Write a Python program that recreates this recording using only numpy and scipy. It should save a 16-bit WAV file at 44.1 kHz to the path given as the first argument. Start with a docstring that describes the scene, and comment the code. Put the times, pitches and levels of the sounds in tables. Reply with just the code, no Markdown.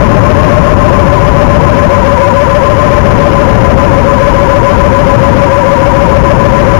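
"""Over open ground, on the back of a flapping radio-controlled ornithopter, at its small camera.
The airstream buffets the microphone. Two drive whines, gear mesh and motor, swell in turn and
bend in pitch as each wing stroke loads them. The microphone preamplifier overloads throughout;
a narrow-band recorder carries the sound on the left channel only."""
import sys
import numpy as np
from scipy import signal
from scipy.fft import rfft, irfft
from scipy.io import wavfile
from scipy.ndimage import uniform_filter1d, map_coordinates

SR = 44100
rng = np.random.default_rng(int(sys.argv[2]) if len(sys.argv) > 2 else 0)


def int16_out(signal):
    """Quantize to a 16-bit WAV file."""
    q = np.round(np.clip(np.atleast_2d(signal).T, -1, 1) * 32767)
    wavfile.write(sys.argv[1], SR, q.astype(np.int16))


N = 299439
TIME_S = np.arange(N) / SR

# Slow airstream gusts: time_s, strength (its swing about the mean is scaled to dB in airstream)
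GUSTS = [(0.0, -11.5), (1.25, -12.5), (1.58, -11.5), (2.38, -16.5), (2.5, -15.5), (2.68, -15.5),
         (3.1, -10.5), (3.37, -13.5), (3.51, -11), (4.26, -14.5), (4.41, -13), (4.65, -15.3), (4.76, -12.4),
         (4.97, -14), (5.33, -12), (5.6, -16.5), (6.25, -12.5), (6.79, -13.0)]
# Turbulence at the microphone: freq_hz, relative_density_db
BUFFET_SPECTRUM = [(15, -22), (30, -6.5), (60, -0.5), (105, -0.25), (170, -3.5), (300, -9.5), (500, -13.5),
                   (900, -23.5), (2000, -36), (4000, -47)]
# Air along the airframe: freq_hz, relative_density_db
RUSH_SPECTRUM = [(100, -5.5), (400, -0.5), (800, 0), (1400, -2.5), (2200, -9.5), (2900, -12.5), (3500, -18),
                 (4000, -15)]
# Mean drive speed: time_s, mesh_hz
DRIVE_SPEED = [(0, 574.5), (0.55, 595.8), (1.05, 571.3), (1.7, 575.8), (2.25, 556.6), (2.9, 581.2),
               (3.6, 558.6), (4.7, 559.9), (5.8, 555.5), (6.79, 558.6)]
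# Gear whine over one wingbeat: beat_fraction, pitch_to_mesh_ratio, relative_level_db
GEAR_STROKE = [(.04, 1.047, 3.5), (.15, 1.02, -6), (.29, .95, -12.5), (.41, .935, -2.5), (.54, .985, 1.9),
               (.66, 1.015, -2), (.78, 1.0, -8.5), (.91, .985, 1)]
# Partials of the meshing teeth: harmonic_number, relative_level_db
TOOTH_HARMONICS = [(1, 0), (2, -15.5), (3, -24), (4, -23)]
# Rasp of the loaded gear train: freq_hz, relative_density_db
RASP_SPECTRUM = [(300, -8), (1100, 4), (1700, -4), (2300, -7), (2900, -3.5), (3500, -11.5), (4000, -7)]
# Motor whine over one wingbeat: beat_fraction, pitch_to_mesh_ratio, relative_level_db
MOTOR_STROKE = [(.02, 1.87, -18), (.15, 1.83, -3), (.26, 1.72, -2.2), (.34, 1.675, -0.5), (.39, 1.7, -14),
                (.46, 1.79, -4.5), (.53, 1.86, -17), (.62, 1.82, -1), (.73, 1.803, 1), (.85, 1.78, -0.3)]


def undb(db):
    """Decibels to gain."""
    return 10 ** (np.asarray(db) / 20)


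def curve(rows):
    """Linear interpolation of (time_s, value) rows."""
    return np.interp(TIME_S, *np.transpose(rows))


def wander(rate_hz):
    """Smooth random drift, standard deviation 1."""
    size = max(int(SR / rate_hz), 2)
    steps = np.repeat(rng.standard_normal(N // size + 1), size)[:N]
    smooth = uniform_filter1d(uniform_filter1d(steps, size), size)
    return smooth / smooth.std()


def noise(spectrum):
    """Unit-rms noise shaped by (freq_hz, density_db) rows."""
    freq_hz, density_db = np.transpose(spectrum)
    bins_hz = np.maximum(np.fft.rfftfreq(N, 1 / SR), 1)
    shape_db = np.interp(np.log(bins_hz), np.log(freq_hz), density_db, right=-120)
    x = irfft(rfft(rng.standard_normal(N)) * undb(shape_db), N)
    return x / x.std()


def airstream(buffet_db=-3, rush_db=-12.5, flicker_db=0.76):
    """Low turbulence swells with gusts and short eddies; the rush above it swells less."""
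    eddies = 0.25 * wander(rate_hz=20)
    gust = curve(GUSTS) - curve(GUSTS).mean() + eddies
    buffet = noise(BUFFET_SPECTRUM) * undb(buffet_db + 1.63 * gust + flicker_db * wander(rate_hz=45))
    rush = noise(RUSH_SPECTRUM) * undb(rush_db + 0.89 * gust)
    return buffet + rush


def whine(stroke, beats, mesh_hz, jitter, flutter_db, uneven_db):
    """Phase and gain of a drive tone under cyclic wing load; no two strokes alike."""
    beat_fraction, ratio, stroke_db = np.transpose(stroke)
    pitch_hz = mesh_hz * np.interp(beats, beat_fraction, ratio, period=1)
    pitch_hz *= 1 + jitter * wander(rate_hz=130)
    level_db = np.interp(beats, beat_fraction, stroke_db, period=1)
    level_db += flutter_db * wander(rate_hz=110) + uneven_db * wander(rate_hz=14)
    return 2 * np.pi * np.cumsum(pitch_hz) / SR, undb(level_db)


def gears(beats, mesh_hz, tone_db=-1.43, rasp_db=-16.5):
    """Teeth sing and rasp together as each stroke presses them into mesh."""
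    phase_rad, load = whine(GEAR_STROKE, beats, mesh_hz, jitter=0.0109, flutter_db=0.7, uneven_db=0.26)
    tone = sum(undb(db) * np.sin(harmonic * phase_rad) for harmonic, db in TOOTH_HARMONICS)
    return load * (undb(tone_db) * tone + undb(rasp_db) * noise(RASP_SPECTRUM))


def motor(beats, mesh_hz, gain_db=-3):
    """Higher whine between the gear swells, sagging in pitch each time."""
    phase_rad, gain = whine(MOTOR_STROKE, beats, mesh_hz,
                            jitter=0.00791, flutter_db=0.73, uneven_db=0.34)
    return undb(gain_db) * gain * np.sin(phase_rad)


def scene():
    """Airstream and drive at one microphone; the wings are geared to the drive."""
    meshes_per_beat, start_beats = 81, 0.8
    mesh_hz = curve(DRIVE_SPEED)
    beats = start_beats + np.cumsum(mesh_hz) / SR / meshes_per_beat
    left = airstream() + gears(beats, mesh_hz) + motor(beats, mesh_hz)
    return np.array([left, np.zeros(N)])


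def gain_control(x, window_s, strength):
    """Gain falls as short-term power rises; strength 0 is off, 1 is constant level."""
    power = uniform_filter1d(x ** 2, int(window_s * SR))
    return x / (power + 1e-9) ** (strength / 2)


def overload(x, drive_db, bias, knee):
    """Slightly asymmetric preamplifier flattening against its rails."""
    x = x * undb(drive_db) + bias
    return x / (1 + np.abs(x) ** knee) ** (1 / knee)


def coarse_sampler(x, rate_hz, band_hz, makeup_db, hiss_db):
    """Narrow-band sampling with hiss; linear interpolation mirrors the band into the treble."""
    x = signal.sosfilt(signal.butter(4, band_hz, fs=SR, output="sos"), x)
    ticks_s = np.arange(0, TIME_S[-1], 1 / rate_hz)
    samples = undb(makeup_db) * map_coordinates(x, [ticks_s * SR], order=3, mode="nearest")
    hiss = undb(hiss_db) * rng.standard_normal(len(ticks_s))
    return np.interp(TIME_S, ticks_s, np.clip(samples + hiss, -1, 1))


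def record(dry):
    """Left channel: gain control, overload, coarse sampling. Steep low-pass at the output."""
    left = gain_control(dry[0], window_s=0.028, strength=0.48)
    left = overload(left, drive_db=0.27, bias=0.064, knee=5.4)
    left = coarse_sampler(left, rate_hz=8000, band_hz=3900, makeup_db=0.35, hiss_db=-39)
    cutoff_hz = 15600
    lowpass = signal.ellip(8, 0.02, 50, cutoff_hz, fs=SR, output="sos")
    return signal.sosfiltfilt(lowpass, np.array([left, dry[1]]))


dry = scene()
out = record(dry)
int16_out(out)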